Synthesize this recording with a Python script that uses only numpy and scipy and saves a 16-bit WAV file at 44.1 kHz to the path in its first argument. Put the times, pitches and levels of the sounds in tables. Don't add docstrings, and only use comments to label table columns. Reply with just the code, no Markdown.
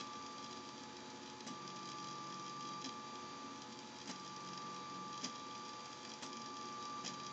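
import sys
import numpy as np
from scipy import signal
from scipy.fft import rfft, irfft, next_fast_len
from scipy.io import wavfile
from scipy.ndimage import uniform_filter1d, map_coordinates

SR = 44100
rng = np.random.default_rng(int(sys.argv[2]) if len(sys.argv) > 2 else 0)


def elevation(decibels):
    levels = np.asarray(decibels, float)
    return 10 ** (levels / 20)


def generate_wav(signal):
    frames = np.transpose(np.atleast_2d(signal))
    scaled = np.clip(frames, -1, 1) * 32767
    pcm = np.round(scaled).astype(np.int16)
    wavfile.write(sys.argv[1], SR, pcm)


N = 322810
T = np.arange(N) / SR
FEED_HZ = 70.69

# start in seconds, step rate, belt rate and roller rate in Hz.
SIDES = [
    (-0.01, 1176.7, 46.91, 45.57),
    (1.475, 1178.5, 47.1, 46.29),
    (2.86, 1177.4, 46.95, 45.69),
    (4.11, 1177.1, 46.99, 46.07),
    (5.25, 1177.3, 46.99, 46.21),
    (6.24, 1177.1, 46.96, 45.75),
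    (7.075, 1177.3, 47.5, 45.2),
]


def unit(x):
    return x / np.sqrt(np.mean(x ** 2) + 1e-20)


def along(points, hz):
    f, v = np.transpose(points)
    return np.interp(np.log(hz + 1), np.log(f + 1), v)


def curves(rows):
    s, *cols = np.transpose(rows)
    return [np.interp(T, s, c) for c in cols]


def wobble(rate_hz):
    return map_coordinates(rng.standard_normal(2000), [T * rate_hz])


def filtered(x, response):
    size = next_fast_len(N + SR // 2)
    spectrum = rfft(x, size) * response(np.fft.rfftfreq(size, 1 / SR))
    return irfft(spectrum, size)[..., :N]


def modes(table):
    def response(f):
        return sum((-1) ** k * elevation(db) * 1j * f * width / (hz * hz - f * f + 1j * f * width)
                   for k, (hz, width, db) in enumerate(table))
    return response


def turns(hz):
    return 2 * np.pi * np.cumsum(hz * np.ones(N)) / SR


def tone(phase, db, flutter_db):
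    level = np.sqrt(2) * elevation(db + flutter_db * wobble(12))
    return level * np.sin(phase + rng.uniform(0, 2 * np.pi))


def stack(phase, orders, flutter_db):
    return sum(tone(round(k) * phase, db, flutter_db) for k, db in orders)


def hum():
    # time in seconds, blade pass rate in Hz.
    blade_pass = [(0, 858.7), (1, 858.5), (1.7, 856), (4.1, 858.5), (5.7, 858.5), (6.75, 854.7),
                  (7.32, 854.2)]
    # shaft multiple, level in dB.
    fan_orders = [(1, -10.5), (4, -7), (7, -0.5), (14, -13.5)]
    # frequency in Hz, level in dB.
    small_fan = [(220.8, -72), (257.8, -72), (3883, -77)]
    # frequency in Hz, level in dB per Hz.
    air_spectrum = [(24, -70.5), (40, -21.5), (213, -0.5), (790, -9.5), (864, -6), (1080, -9), (1190, -8.5),
                    (1520, -12.5), (3930, -19), (4300, -16.5), (4810, -20.5), (6910, -17.5), (7390, -17),
                    (7910, -36.5), (8860, -54), (11500, -91), (19500, -120)]
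    # frequency in Hz, width in Hz, level in dB.
    frame_modes = [(136, 12, -6.5), (252, 90, -0.5), (363, 22, -15)]
    # multiple of the feed rate, level in dB.
    feed_orders = [(1, -98), (2, -73), (3, -74), (4, -77.5), (5, -67)]

    blade_hz = curves(blade_pass)[0] + 0.5 * wobble(15)
    fan_db = -61 + 0.3 * wobble(4)
    fan = elevation(fan_db) * stack(turns(blade_hz) / 7, fan_orders, flutter_db=1)
    small = sum(tone(turns(hz), db, flutter_db=4) for hz, db in small_fan)
    feed = stack(turns(FEED_HZ), feed_orders, flutter_db=-2)

    air = unit(filtered(rng.standard_normal(N), lambda hz: elevation(along(air_spectrum, hz))))
    air *= elevation(0.4 * wobble(3))
    shake = unit(filtered(rng.standard_normal(N), lambda hz: modes(frame_modes)(hz) ** 2))
    return fan + small + feed + elevation(-57) * air + elevation(-65 + 1.5 * wobble(4)) * shake


def jolts():
    # time in seconds, peak in dB, frame ring in Hz, table ring in dB, scrape in dB.
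    corners = [(0.001, -41.5, 262, -55, -50.5), (1.464, -39, 238, -57, -46.5), (1.5, -37, 254, -52, -64),
               (2.841, -40.5, 265.5, -64.5, -50.5), (2.856, -36.5, 262, -58, -59),
               (4.071, -48, 280, -58, -51), (4.091, -32.5, 246, -47, -45.5), (5.23, -34.5, 242, -55, -44),
               (5.247, -40, 256, -48.5, -51), (6.222, -36.5, 249, -71, -42.5),
               (7.041, -36.5, 241, -48.5, -46.5), (7.085, -41, 256, -69, -50.5)]
    scrape_spectrum = [(200, -30.5), (430, -8), (800, -7.5), (1300, -14), (1800, -12.5), (4000, -16.5),
                       (6800, -15)]

    ring, scrape, t = np.zeros(N + SR), np.zeros(N + SR), T[:SR // 5]
    shape = elevation(-60 * t / 0.12) * (1 - np.exp(-t / 0.0058))
    for s, db, frame_hz, table_db, scrape_db in corners:
        at = round(s * SR)
        rock = elevation(db - 1) * np.sin(2 * np.pi * frame_hz * t)
        rock += elevation(table_db + 8) * np.sin(2 * np.pi * 190 * t)
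        ring[at:][:len(t)] += shape * rock
        scrape[at:][:len(t)] += elevation(scrape_db + 5) * shape
    grit = unit(filtered(rng.standard_normal(N), lambda hz: elevation(along(scrape_spectrum, hz))))
    return ring[:N] + scrape[:N] * grit


def strikes():
    # time in seconds, balls in dB, carriage in dB.
    ticks = [(0.1326, -45, -56), (0.2638, -40, -54), (0.3815, -47.5, -54.5), (0.4269, -46, -55),
             (0.5097, -42.5, -56), (0.5277, -42.5, -53), (0.5716, -42.5, -53), (0.6893, -44.5, -53.5),
             (0.8355, -44, -56), (0.9672, -43.5, -54), (1.1024, -44, -59), (1.2326, -47, -55),
             (1.26, -45, -56), (1.275, -47, -52), (1.4057, -42.5, -51), (1.6771, -40.5, -54),
             (1.7664, -46, -53), (1.8741, -44, -58), (1.9165, -39, -51.5), (2.0428, -40.5, -54),
             (2.0857, -42.5, -54), (2.1106, -42.5, -55), (2.3236, -42.5, -52.5), (2.396, -40, -53),
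             (2.4638, -42.5, -56), (2.4957, -42, -59), (2.608, -41, -52), (2.6259, -42, -58),
             (2.6723, -42, -55), (2.6898, -42, -54),
             (3.6193, -39.5, -53.5), (3.7245, -43, -55), (3.79, -42, -57.5), (4.0153, -47, -52),
                   (4.1974, -43, -59), (4.264, -42.5, -53), (4.363, -41, -55), (4.4613, -45, -61),
                   (4.4877, -42, -52), (4.5325, -41, -52), (4.5756, -38.5, -50.5), (4.7631, -42, -54),
                   (5.177, -38, -54), (5.3571, -44.5, -51), (5.6506, -43, -55), (5.681, -47, -55),
                   (6.0498, -38, -50), (6.092, -39.5, -62), (6.1375, -40.5, -54), (6.33, -38.5, -55.5),
                   (6.37, -39, -53), (6.4188, -40.5, -59), (6.4597, -40.5, -58), (6.568, -38.5, -51.5),
                   (6.655, -42.5, -63), (6.8262, -41.5, -53), (6.8537, -39.5, -54.5), (7.1407, -42, -55),
                   (7.1995, -42, -51), (7.265, -36, -52),
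             (0.071, -47, -55), (0.1538, -45.5, -55), (0.2253, -48, -61), (0.4428, -41, -51),
                  (0.4615, -48.5, -53), (0.7794, -48, -56), (1.299, -43, -57), (1.8302, -43.5, -56),
                  (1.8553, -44, -59), (1.8887, -42.5, -55), (2.0708, -44.5, -53), (2.1282, -46, -57),
                  (2.302, -44, -60), (2.3414, -42.5, -61), (2.6507, -43, -53), (3.1547, -44.5, -57),
                  (3.9631, -47.5, -58), (3.9863, -43, -61), (4.1593, -41.5, -56), (4.2773, -42, -56),
                  (4.4047, -46.5, -57), (4.4734, -43, -54), (4.7443, -44.5, -63), (5.1293, -45, -55),
                  (5.5536, -45.5, -55), (5.7327, -46.5, -56), (5.8563, -42.5, -59), (5.9279, -43, -54),
                  (6.6117, -43.5, -52), (6.686, -42, -53)]
    # balls in dB, carriage in dB.
    tick_gain_db = (-4, 4.5)
    # time in seconds, balls in dB, carriage in dB.
    rattles = [(.0002, -48, -44.5), (.0086, -44, -44), (1.467, -62, -60), (1.475, -40.5, -60),
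               (1.482, -50.5, -50), (2.816, -44.5, -58), (2.822, -49, -46), (2.843, -38.5, -43),
               (2.849, -44, -42.5), (2.859, -42, -47), (2.866, -48.5, -50), (2.891, -44.5, -46),
               (4.075, -43, -55), (4.08, -55, -47.5), (4.089, -50, -56), (4.112, -40, -50),
               (5.219, -46, -46), (5.235, -50.5, -51), (5.242, -37, -45.5), (5.2455, -34.5, -40.5),
               (5.254, -44.5, -45), (6.233, -46.5, -58), (6.263, -44.5, -48), (7.038, -47, -55),
               (7.049, -41, -52), (7.0615, -35, -39.5), (7.068, -43, -45), (7.067, -41.5, -45),
               (7.077, -33.5, -41), (7.084, -46, -48)]
    # time in seconds, typical nudge in dB.
    nudge_level = [(0, -62), (.8, -62.5), (1.2, -65), (1.8, -57), (2.7, -59), (3.2, -67.5), (3.9, -57.5),
                   (4.5, -59), (4.85, -63), (5.3, -55), (6.0, -57.5), (6.8, -60), (7.32, -57)]
    nudge_phase = [.93, .4, .76, .38, .38, .45, .4]

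    clear = np.array(ticks) + [0, *tick_gain_db]

    luck = np.clip(rng.standard_normal((int(N / SR * FEED_HZ) - 1, 3)), -3, 1.6)
    s = np.arange(len(luck)) / FEED_HZ
    side = np.clip(np.searchsorted(np.array(SIDES)[:, 0], s) - 1, 0, None)
    s = s + np.array(nudge_phase)[side] / FEED_HZ + 0.0015 * luck[:, 0]
    balls_db = np.interp(s, *np.transpose(nudge_level)) + 6 * luck[:, 1]
    carriage_db = balls_db - 4.5 + 3 * luck[:, 2]
    return np.vstack([clear, rattles, np.transpose([s, balls_db, carriage_db])])


def bearings():
    # frequency in Hz, width in Hz, level in dB.
    ball_modes = [(4770, 170, 2.5), (5174, 440, -4), (5646, 190, -1), (6800, 1100, -10)]
    # frequency in Hz, width in Hz, level in dB.
    carriage_modes = [(1750, 220, -3.5), (2440, 300, -2.5), (3260, 320, 1), (3650, 350, -3.5),
                      (4020, 220, 0)]

    blows, t, hits = np.zeros((2, N + SR)), T[:SR // 60], strikes()
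    bursts = rng.standard_normal((len(hits), len(t))) * elevation(-60 * t / 0.021) * (1 - np.exp(-t / 0.002))
    bursts[:, round(0.0008 * SR)] = 4
    for (s, *db), burst in zip(hits, bursts):
        level = elevation(np.array(db)[:, None])
        blows[:, round(s * SR):][:, :len(t)] += level * burst / np.linalg.norm(burst)
    blows = blows[:, round(0.001 * SR):][:, :N]

    chatter = unit(elevation(3 * wobble(150)) * rng.standard_normal(N))
    chatter *= elevation(0.12 * (step_level() + 47.5))
    balls, carriage = blows * elevation([[30], [32]]) + elevation([[-57], [-54]]) * chatter

    def ball_response(hz):
        return modes(ball_modes)(hz) / (1 + (4600 / (hz + 1)) ** 20)

    def carriage_response(hz):
        return modes(carriage_modes)(hz) ** 2

    return filtered(balls, ball_response) + filtered(carriage, carriage_response)


def step_level():
    # start in dB, slip time in seconds, dB before slip, dB after slip, end in dB.
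    whine_path = [
        (-53, .74, -57.5, -64, -71),
        (-55, 2.34, -51.5, -51.5, -50.5),
        (-53.5, 3.465, -55.5, -55.5, -70),
        (-57, 4.72, -51, -52, -51.5),
        (-53, 5.78, -54.5, -56, -62.5),
        (-55.5, 7, -48.5, -52, -52),
        (-53.5, 7.8, -51, -52, -54),
    ]
    ends = [s for s, *_ in SIDES[1:]] + [N / SR + 1]
    rows = []
    for (start, *_), end, (first, slip, before, after, last) in zip(SIDES, ends, whine_path):
        settled = min(slip + 0.33, end - 0.03)
        rows += [(start, first), (slip, before), (slip + 0.015, after), (settled, last), (end - 0.02, last)]
    return curves(rows)[0]


def axes():
    # belt in dB, belt 7th order in dB, roller in dB.
    loads = [(-94, -87, -64), (-62.5, -65, -71.5), (-90, -78, -64), (-61, -68.5, -74.5), (-91.5, -75, -69),
             (-94, -84, -63), (-63.5, -97, -65.5)]
    # multiple of the step rate, level in dB.
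    step_orders = [(2, -73), (3, -75), (4, -68), (5, -79)]
    # step order, feed order, level in dB.
    supply_beats = [(1, -3, -71), (1, -2, -75), (1, 1, -74), (2, 1, -82), (3, 1, -78), (4, -2, -80),
                    (4, -1, -80), (4, 1, -82), (5, 1, -83)]
    # multiple of the belt rate, level in dB.
    belt_orders = [(2, -22.5), (3, -4.5), (4, 1), (5, -14.5), (6, -9), (8, -9)]
    # multiple of the roller rate, level in dB.
    roller_orders = [(2, -13), (3, -11.5), (4, -21.5), (5, 0.5), (6, 2), (7, -18.5), (8, -2), (10, -15)]

    sides = np.array(SIDES)
    now = np.clip(np.searchsorted(sides[:, 0], T) - 1, 0, None)
    step_hz, belt_hz, roller_hz = sides[now, 1:].T
    belt_db, seventh_db, roller_db = np.array(loads)[now].T

    to_corner_s = np.append(sides[1:, 0], T[-1] + 1)[now] - T
    braking = np.clip(to_corner_s / 0.052, 0, 1) ** 2
    starting = np.clip((T - sides[now, 0]) / 0.008, 0, 1)
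    speed = 0.1 + 0.9 * uniform_filter1d(braking * starting, size=200)

    step, belt, feed = turns(step_hz), turns(belt_hz), turns(FEED_HZ)
    tone_db = step_level()
    whine = tone(step, tone_db, flutter_db=0.5)
    whine += elevation(0.15 * (tone_db + 42)) * stack(step, step_orders, flutter_db=2)
    beats = sum(tone(round(k) * step + round(m) * feed, db, flutter_db=1.5) for k, m, db in supply_beats)

    purr = elevation(belt_db) * stack(belt, belt_orders, flutter_db=2)
    purr += tone(7 * belt, seventh_db + 2, flutter_db=1)
    roller = turns(roller_hz + 0.1014 * wobble(3))
    purr += elevation(roller_db) * stack(roller, roller_orders, flutter_db=-3)
    purr += elevation(belt_db) * stack(roller, [(4, -7.5)], flutter_db=2)
    return speed * (whine + beats + purr)


def room(x):
    # frequency in Hz, t60 in seconds.
    decay = [(200, 0.2), (2000, 0.15), (8000, 0.18)]
    hz, t, z = signal.stft(rng.standard_normal(SR // 2), SR, nperseg=256)
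    z = z * elevation(-60 * t / along(decay, hz)[:, None])
    tail = signal.istft(z, SR, nperseg=256)[1]
    return signal.fftconvolve(np.pad(x, (300, 0)), tail / np.linalg.norm(tail))[:N]


def scene():
    knocks = bearings() + jolts()
    return (hum() + axes() + knocks + elevation(-9) * room(knocks))[None]


def starved(sound):
    # low edge in Hz, high edge in Hz, step tone in dB above which the band goes, sway in dB.
    weak_bands = [(7560, 8440, -54.5, 2), (1060, 1140, -48.5, 4)]
    for low, high, over_db, sway_db in weak_bands:
        band = filtered(sound, lambda hz: (hz > low) & (hz < high))
        off = step_level() + sway_db * wobble(9) > over_db
        sound = sound - band * uniform_filter1d(1.0 * off, size=600)
    return sound


def roll_off(x):
    return signal.sosfilt(signal.butter(12, 9010, fs=SR, output="sos"), x)


def record(dry):
    # frequency in Hz, gain in dB.
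    mic_response = [(30, -37), (70, -4.5), (110, -3), (6500, 3.5), (7400, -3.5), (7800, -6.5),
                    (8000, -13.5), (8200, -51)]
    mirror_response = [(7900, -48), (8000, 3.5), (8400, -3.5), (9000, -31), (9400, -81)]  # (Hz, dB)
    sound = filtered(dry, lambda hz: elevation(along(mic_response, hz)))
    mirror = sound * np.cos(2 * np.pi * 16000 * T)
    mirror = filtered(mirror, lambda hz: elevation(along(mirror_response, hz)))
    return roll_off(starved(sound + mirror))


dry = scene()
out = record(dry)
generate_wav(out)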